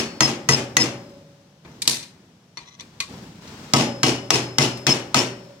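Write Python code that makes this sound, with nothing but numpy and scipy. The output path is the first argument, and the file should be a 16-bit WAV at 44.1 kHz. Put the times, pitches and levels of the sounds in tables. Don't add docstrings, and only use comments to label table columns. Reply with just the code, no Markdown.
import sys
import numpy as np
from scipy import signal
from scipy.fft import rfft, irfft, next_fast_len
from scipy.io import wavfile
from scipy.ndimage import uniform_filter1d

SR = 44100
rng = np.random.default_rng(int(sys.argv[2]) if len(sys.argv) > 2 else 0)


def materialize(psi):
    bounded = np.clip(np.atleast_2d(psi).T, -1, 1)
    quanta = np.round(bounded * 32767).astype(np.int16)
    wavfile.write(sys.argv[1], SR, quanta)


N = 246954

# (time [s], crack [dB], thud [dB], clang [dB], clang length [s])
BLOWS = [(-0.068, -1, -7, -10.5, 0.069), (0.206, 1.5, -1, -8, 0.058), (0.4883, -0.5, -0.5, -10, 0.067),
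         (0.7676, 3, -4, -10, 0.067), (3.7358, 1.5, 5.5, -15, 0.037), (4.032, -1, -1.5, -19, 0.054),
         (4.3047, 1, -3, -9, 0.044), (4.5836, -0.5, -2.5, -10, 0.05), (4.867, -4, -5.5, -9.5, 0.067),
         (5.144, -1.5, -1.5, -15.5, 0.068)]
# (time [s], level [dB], brightness [dB per octave], ring [dB], housing knock [dB])
BLADE_TOUCHES = [(1.648, -48, -16.5, -3, 9), (1.819, -15.5, 2, -15, -25), (1.853, -35.5, -6, -4.5, -2),
                 (1.8756, -2, 2, -12.5, -11.5), (2.027, -34, 0, -2, -10), (2.572, -33.5, -8, 7, -7),
                 (2.806, -35, -3.5, 0, -15.5), (3.002, -17.5, -2, -1.5, -21), (3.475, -41, -3, 0, -10),
                 (4.772, -40.5, 11, 4, -12)]
# (middle [s], half length [s], level [dB])
SKIDS = [(1.717, 0.03, -57), (2.613, 0.038, -50), (2.683, .018, -46), (2.737, 0.024, -48),
         (2.802, 0.0071, -37)]
# (start [s], length [s], grip [dB], cloth [dB])
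HAND_MOVES = [(-.1, 1.04, -43.5, -52), (1.635, .25, -46.5, -55.5), (2.763, 0.28, -51, -57),
              (3.072, 0.025, -38.5, -45.5), (3.396, 0.36, -42, -45.5), (3.756, 1.58, -46, -51)]

# (frequency [Hz], struck at the left rim [dB], at the right rim [dB], t60 [s])
STEEL_TONES = [(1570, -22, -27, 0.17), (1973, -5.5, -24, 0.13), (2080, -23, -14.5, 0.11),
               (2290, -34.5, -22.5, 0.18), (2525, -21.5, -24, 0.24), (2727, -22, -24.5, 0.24),
               (2960, -41, -25, 0.42), (3260, -39, -21.5, 0.18), (4360, -32, -29, 0.43),
               (4260, -19.5, -27, .22), (5570, -22, -25, 0.087), (5150, -27.5, -13, 0.079),
               (5370, -38, -29, 0.31), (6300, -9, -27, 0.073), (6480, -8.5, -35, 0.14),
               (9460, -24.5, -47, 0.099), (10290, -27.5, -34, .2)]
# (frequency [Hz], level [dB], t60 [s])
HOUSING_TONES = [(562.6, -35, 2), (617, -27.5, 0.42), (658, -23.5, 0.34), (747, -20.5, .25),
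                 (793, -33, 0.76), (858, -26.5, 0.48), (964, -17, 0.22), (1117, -19.5, 0.23),
                 (1268, -15.5, 0.11)]
# (frequency [Hz], level [dB], t60 [s])
BENCH_TONES = [(123.44, -25, 0.87), (137.5, -12.5, 0.25), (178.9, -41.5, 1.3), (230.7, -18, 0.51),
               (257.5, -20.5, 0.38), (283.4, -38, 1.7), (316.7, -13.5, 0.22), (356, -22.5, 0.56),
               (383.8, -30.5, 0.87), (443.5, -18, 0.24), (482.2, -18, 0.23), (526, -26.5, 0.11)]
# (frequency [Hz], level [dB], t60 [s])
BLADE_TONES = [(958, -20, 0.33), (1120, -16, 0.17), (1700, -35, 0.066), (1970, -21, 0.12), (2070, -8.5, .1),
               (2425, -9.5, 0.13), (2910, -16, 0.044), (3530, -9.5, 0.088), (3974, -5, 0.087),
               (4260, -17.5, 0.057), (4400, -5.5, 0.091), (5710, -1, 0.036), (6210, -8.5, 0.066),
               (7080, -15, 0.058), (8700, -24.5, 0.04)]
# (frequency [Hz], level [dB])
CLANG_TONES = [(5205, -16), (5262, -3.5), (5335, -19)]
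# (frequency [Hz], level [dB], t60 [s])
SHAFT_TONES = [(5160, -2, 1.02), (5195, -8, 0.78)]
# (frequency [Hz], level [dB], t60 [s])
HEAD_TONES = [(4430, -33, 0.78)]

# (frequency [Hz], density [dB per Hz])
CRACK_COLOUR = [(40, -36), (450, -17), (900, 6.5), (1600, 4.5), (2500, 0.5), (4200, 4), (6000, 7.5),
                (7500, 2), (10000, -17), (15000, -16.5)]
# (frequency [Hz], density [dB per Hz])
RATTLE_COLOUR = [(25, -41), (80, -58), (130, 5), (300, 15), (600, 4.5), (1100, 3), (1700, 2), (2900, 8.5),
                 (4300, 5), (5600, 10), (7600, 4.5), (8500, -2.5), (9400, -3), (12000, -13.5), (15000, -18)]
# (frequency [Hz], density [dB per Hz])
CLINK_COLOUR = [(100, -19.5), (700, -25), (1700, -16.5), (2200, -8.5), (3000, -10.5), (4000, -2),
                (6500, -6.5), (8000, -7), (12000, -20.5), (15000, -33.5)]
# (frequency [Hz], density [dB per Hz])
AIR_COLOUR = [(25, -32.5), (70, -9.5), (150, 9.5), (300, -5.5), (700, -9.5), (2000, -17), (6000, -17.5),
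              (9000, -29), (15000, -38)]
# (frequency [Hz], density [dB per Hz])
GRIP_COLOUR = [(25, -13), (80, -0.5), (180, 7), (280, 0), (500, -6.5), (750, -13.5), (1200, -19.5),
               (3000, -40.5)]
# (frequency [Hz], density [dB per Hz])
CLOTH_COLOUR = [(200, -13), (900, 6), (2500, 0), (5500, -1), (8000, -7), (11000, -23), (15000, -17.5)]

# (frequency [Hz], t60 [s])
ROOM_DECAY = [(60, 0.51), (300, 0.5), (700, 0.57), (1500, 0.5), (3500, 0.33), (7000, 0.3), (13000, 0.28)]
# (frequency [Hz], likeness [0 to 1])
LIKENESS = [(130, .99), (280, 0.98), (550, 0.79), (1000, 0.38), (2000, 0)]
# (frequency [Hz], left minus right [dB])
MIC_BALANCE = [(150, 0), (550, 1), (1100, 1.5), (2700, 8), (4500, 5), (5500, 6), (6800, 0), (9000, -4),
               (10500, -9), (15000, -6.5)]

TAIL = np.arange(int(.95 * SR)) / SR
EDGE_HZ = 16000
RESET_S = 2.5
HOUSING_DB, BENCH_DB = 0.5, -1.25
RATTLE_PER_THUD, BENCH_PER_THUD = 0.28, .45
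AFTER_RING_DB, JAM_DB_PER_S = -21, 248.5
SWELL_LEFT_S, SWELL_RIGHT_S = .011, .025
CONTACT_T60_S = 0.045
CLINK_ROOM_DB, ROOM_PER_KNOCK = -5.5, 0.54
MOVE_ATTACK_S, MOVE_RELEASE_S = .02, 0.33


def amp(db):
    return 10 ** (np.asarray(db) / 20)


def evened(x):
    return x / np.sqrt(np.mean(x ** 2) + 1e-20)


def read(points, hz):
    f, value = np.transpose(points)
    return np.interp(np.log(hz + 1), np.log(f + 1), value)


def add(mix, s, sound):
    start = round(s * SR)
    sound = sound[:, max(-start, 0):]
    part = mix[:, max(start, 0):][:, :sound.shape[1]]
    part += sound[:, :part.shape[1]]


def fade(t60):
    return np.exp(-np.log(1000) * TAIL / t60)


def rise(seconds):
    return 1 - np.exp(-TAIL / seconds)


def noise(spectrum, size, tilt_db=0, direct=False, lag_s=5.5e-5):
    length = next_fast_len(size, True)
    hz = np.fft.rfftfreq(length, 1 / SR)
    right, other = rfft(rng.standard_normal((2, length)))
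    same = 0.6 * np.ones(len(hz)) if direct else read(LIKENESS, hz)
    same = np.clip(same, -1, 1)
    left = same * right + np.sqrt(1 - same ** 2) * other
    left = left * np.exp(-2j * np.pi * hz * lag_s)
    octaves_above_1k = np.log2(np.maximum(hz, 1000) / 1000)
    colour = amp(read(spectrum, hz) + tilt_db * octaves_above_1k)
    return evened(irfft(np.array([left, right]) * colour, length)[:, :size])


def wander(rate_hz, rows, step=128):
    steps = rng.standard_normal((rows, 2, len(TAIL) // step + 2))
    memory = np.exp(-2 * np.pi * rate_hz * step / SR)
    slow = signal.lfilter([1], [1, -memory], steps[:, 0] + 1j * steps[:, 1])
    slow = slow[:, ::-1] / np.sqrt(np.mean(abs(slow) ** 2))
    return [np.interp(np.arange(len(TAIL)) / step, np.arange(len(row)), row) for row in slow]


def ring(modes, scatter_db, blur=0):
    out = np.zeros((2, len(TAIL)))
    blur = np.clip(blur, 0, 1)
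    chances = rng.standard_normal((len(modes), 3))
    for (hz, db, t60), (size, turn, apart), drift in zip(modes, chances, wander(20, len(modes))):
        spread = np.arccos(np.clip(read(LIKENESS, hz), -1, 1)) * np.sign(apart) / 2
        tone = amp(db + scatter_db * size) * fade(t60) * np.exp(2j * np.pi * (hz * TAIL + turn))
        tone = tone * (np.sqrt(1 - blur) + np.sqrt(blur) * drift)
        out += (tone * np.exp(1j * np.array([[spread], [-spread]]))).real
    return out


def resonant(x, depth_db, size=2 ** 16, order=70):
    hz = np.fft.rfftfreq(size, 1 / SR)
    peaks = evened(np.convolve(rng.standard_normal(len(hz)), np.hanning(2 * order), "same"))
    gain = amp(depth_db * peaks * np.minimum(hz / 1000, 1))
    return evened(irfft(rfft(x, size) * gain, size)[..., :x.shape[-1]])


def reverberate(x):
    hz, t, z = signal.stft(x, SR, nperseg=256)
    decay = np.exp(-np.log(1000) * t / read(ROOM_DECAY, hz)[:, None])
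    return signal.istft(z * decay, SR, nperseg=256)[1][:, :len(TAIL)]


def clatter(depth_db, t60, size=130):
    jumps = evened(uniform_filter1d(rng.standard_normal(len(TAIL)), size=size))
    return amp(depth_db * jumps * fade(t60))


def workshop_air(level_db=-55.5):
    return amp(level_db) * noise(AIR_COLOUR, N)


def hands(uneven_db=1.5):
    start, length, grip_db, cloth_db = np.transpose(HAND_MOVES)[:, :, None]
    t = np.maximum(np.arange(N) / SR - start, 0)
    moving = (1 - np.exp(-t / MOVE_ATTACK_S)) * np.exp(-np.maximum(t - length, 0) / MOVE_RELEASE_S)
    catches = uneven_db * evened(uniform_filter1d(rng.standard_normal(N), size=900))
    grip = (amp(grip_db) * moving).max(0) * amp(catches) * noise(GRIP_COLOUR, N)
    cloth = (amp(cloth_db) * moving).max(0) * amp(catches / 2) * noise(CLOTH_COLOUR, N)
    return grip + cloth


def clang(length_s, swell_s, stop_s=0.0032, chatter_db=4.5):
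    chatter = evened(uniform_filter1d(rng.standard_normal(len(TAIL)), size=220))
    stop = (1 - np.tanh((TAIL - length_s) / stop_s)) / 2
    swell = rise(swell_s) ** 2 * stop * amp(chatter_db * chatter)
    phases = 2 * np.pi * rng.random((len(CLANG_TONES), 2, 1))
    tones = sum(amp(db) * np.sin(2 * np.pi * hz * TAIL + phase)
                for (hz, db), phase in zip(CLANG_TONES, phases))
    return swell * tones


def hammer(snap_db=6, snap_t60=0.0015, knock_db=-1, knock_t60=0.024,
           rattle_db=-10.0, alike=0.25, peaky_db=1.5, clatter_db=3):
    out = np.zeros((2, N))
    alike = np.clip(alike, 0, 1)
    usual = noise(RATTLE_COLOUR, len(TAIL))
    for s, crack_db, thud_db, clang_db, clang_s in BLOWS:
        on_right = s > RESET_S
        contact = amp(snap_db) * fade(snap_t60) + amp(knock_db) * fade(knock_t60)
        crack_noise = noise(CRACK_COLOUR, len(TAIL), direct=True)
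        crack = amp(crack_db) * crack_noise * contact * rise(0.0011)

        fresh = noise(RATTLE_COLOUR, len(TAIL))
        paths = resonant(np.sqrt(alike) * usual + np.sqrt(1 - alike) * fresh, peaky_db)
        rattle = amp(rattle_db + RATTLE_PER_THUD * thud_db) * clatter(clatter_db, t60=0.57)
        rattle = rattle * reverberate(paths) * rise(0.02)

        modes = [(hz, right_db if on_right else left_db, t60)
                 for hz, left_db, right_db, t60 in STEEL_TONES]
        steel = ring(modes, scatter_db=1.2, blur=.55) * rise(.003)
        shaft = amp(AFTER_RING_DB - JAM_DB_PER_S * clang_s) * ring(SHAFT_TONES, scatter_db=2.0)
        housing = ring(HOUSING_TONES, scatter_db=0.5, blur=0.56) * rise(0.0029)
        housing = amp(HOUSING_DB + thud_db) * housing
        bench = ring(BENCH_TONES, scatter_db=3.5, blur=0.14) * rise(0.0061)
        bench = amp(BENCH_DB + BENCH_PER_THUD * thud_db) * bench
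        singing = amp(clang_db) * clang(clang_s, SWELL_RIGHT_S if on_right else SWELL_LEFT_S)
        add(out, s, crack + rattle + steel + shaft + housing + bench + singing)
    add(out, BLOWS[0][0], ring(HEAD_TONES, scatter_db=1.5))
    return out


def blade(peaky_db=3.0):
    out = np.zeros((2, N))
    for s, db, tilt_db, ring_db, knock_db in BLADE_TOUCHES:
        near = noise(CLINK_COLOUR, len(TAIL), tilt_db, direct=True)
        far = noise(CLINK_COLOUR, len(TAIL), tilt_db)
        near, far = resonant(np.array([near, far]), peaky_db)
        tick = near * fade(CONTACT_T60_S)
        tone = amp(ring_db) * ring(BLADE_TONES, scatter_db=-3.0, blur=1.0)
        knock = ring(BENCH_TONES + HOUSING_TONES, scatter_db=0.6) * fade(1.0)
        knock = amp(knock_db) * knock
        room = amp(CLINK_ROOM_DB + ROOM_PER_KNOCK * knock_db) * clatter(depth_db=3.0, t60=1.1)
        room = room * reverberate(far) * rise(0.0012)
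        add(out, s, amp(db) * (tick + tone + knock + room) * rise(0.00084))
    return out


def slide(catches_per_s=900, damping=3):
    catches = (rng.random(N) < catches_per_s / SR) * rng.standard_normal(N)
    modes = ring([(hz, db, t60 / damping) for hz, db, t60 in BLADE_TONES], scatter_db=4.5)
    rubbing = evened(signal.oaconvolve(catches[None], modes, axes=1)[:, :N])
    t = np.arange(N) / SR
    return rubbing * sum(amp(db) * np.exp(-((t - s) / half_s) ** 2) for s, half_s, db in SKIDS)


def scene():
    return workshop_air() + hands() + hammer() + blade() + slide()


def record(dry, limit_db=-13.5, recover_db_per_s=220, attack_s=0.006):
    balance_db = read(MIC_BALANCE, np.fft.rfftfreq(2 * N, 1 / SR))
    mic_gain = amp(np.array([balance_db, -balance_db]) / 2)
    heard = irfft(rfft(dry, 2 * N) * mic_gain, 2 * N)[:, :N]

    power_db = 10 * np.log10(abs(uniform_filter1d((heard ** 2).mean(0), size=130)) + 1e-12)
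    recovery = np.arange(N) * recover_db_per_s / SR
    held_db = np.maximum.accumulate(power_db + recovery) - recovery
    over_db = np.maximum(held_db - limit_db, 0)
    keep = np.exp(-1 / (attack_s * SR))
    cut_db = signal.lfilter([1 - keep], [1, -keep], over_db)
    limited = np.clip(heard * amp(-cut_db), -.93, .93)

    limited = signal.sosfilt(signal.butter(2, 55, "highpass", fs=SR, output="sos"), limited)
    band_limit = signal.firwin(255, EDGE_HZ, window=("kaiser", 9), fs=SR)
    return signal.oaconvolve(limited, band_limit[None], "same")


dry = scene()
out = record(dry)
materialize(out)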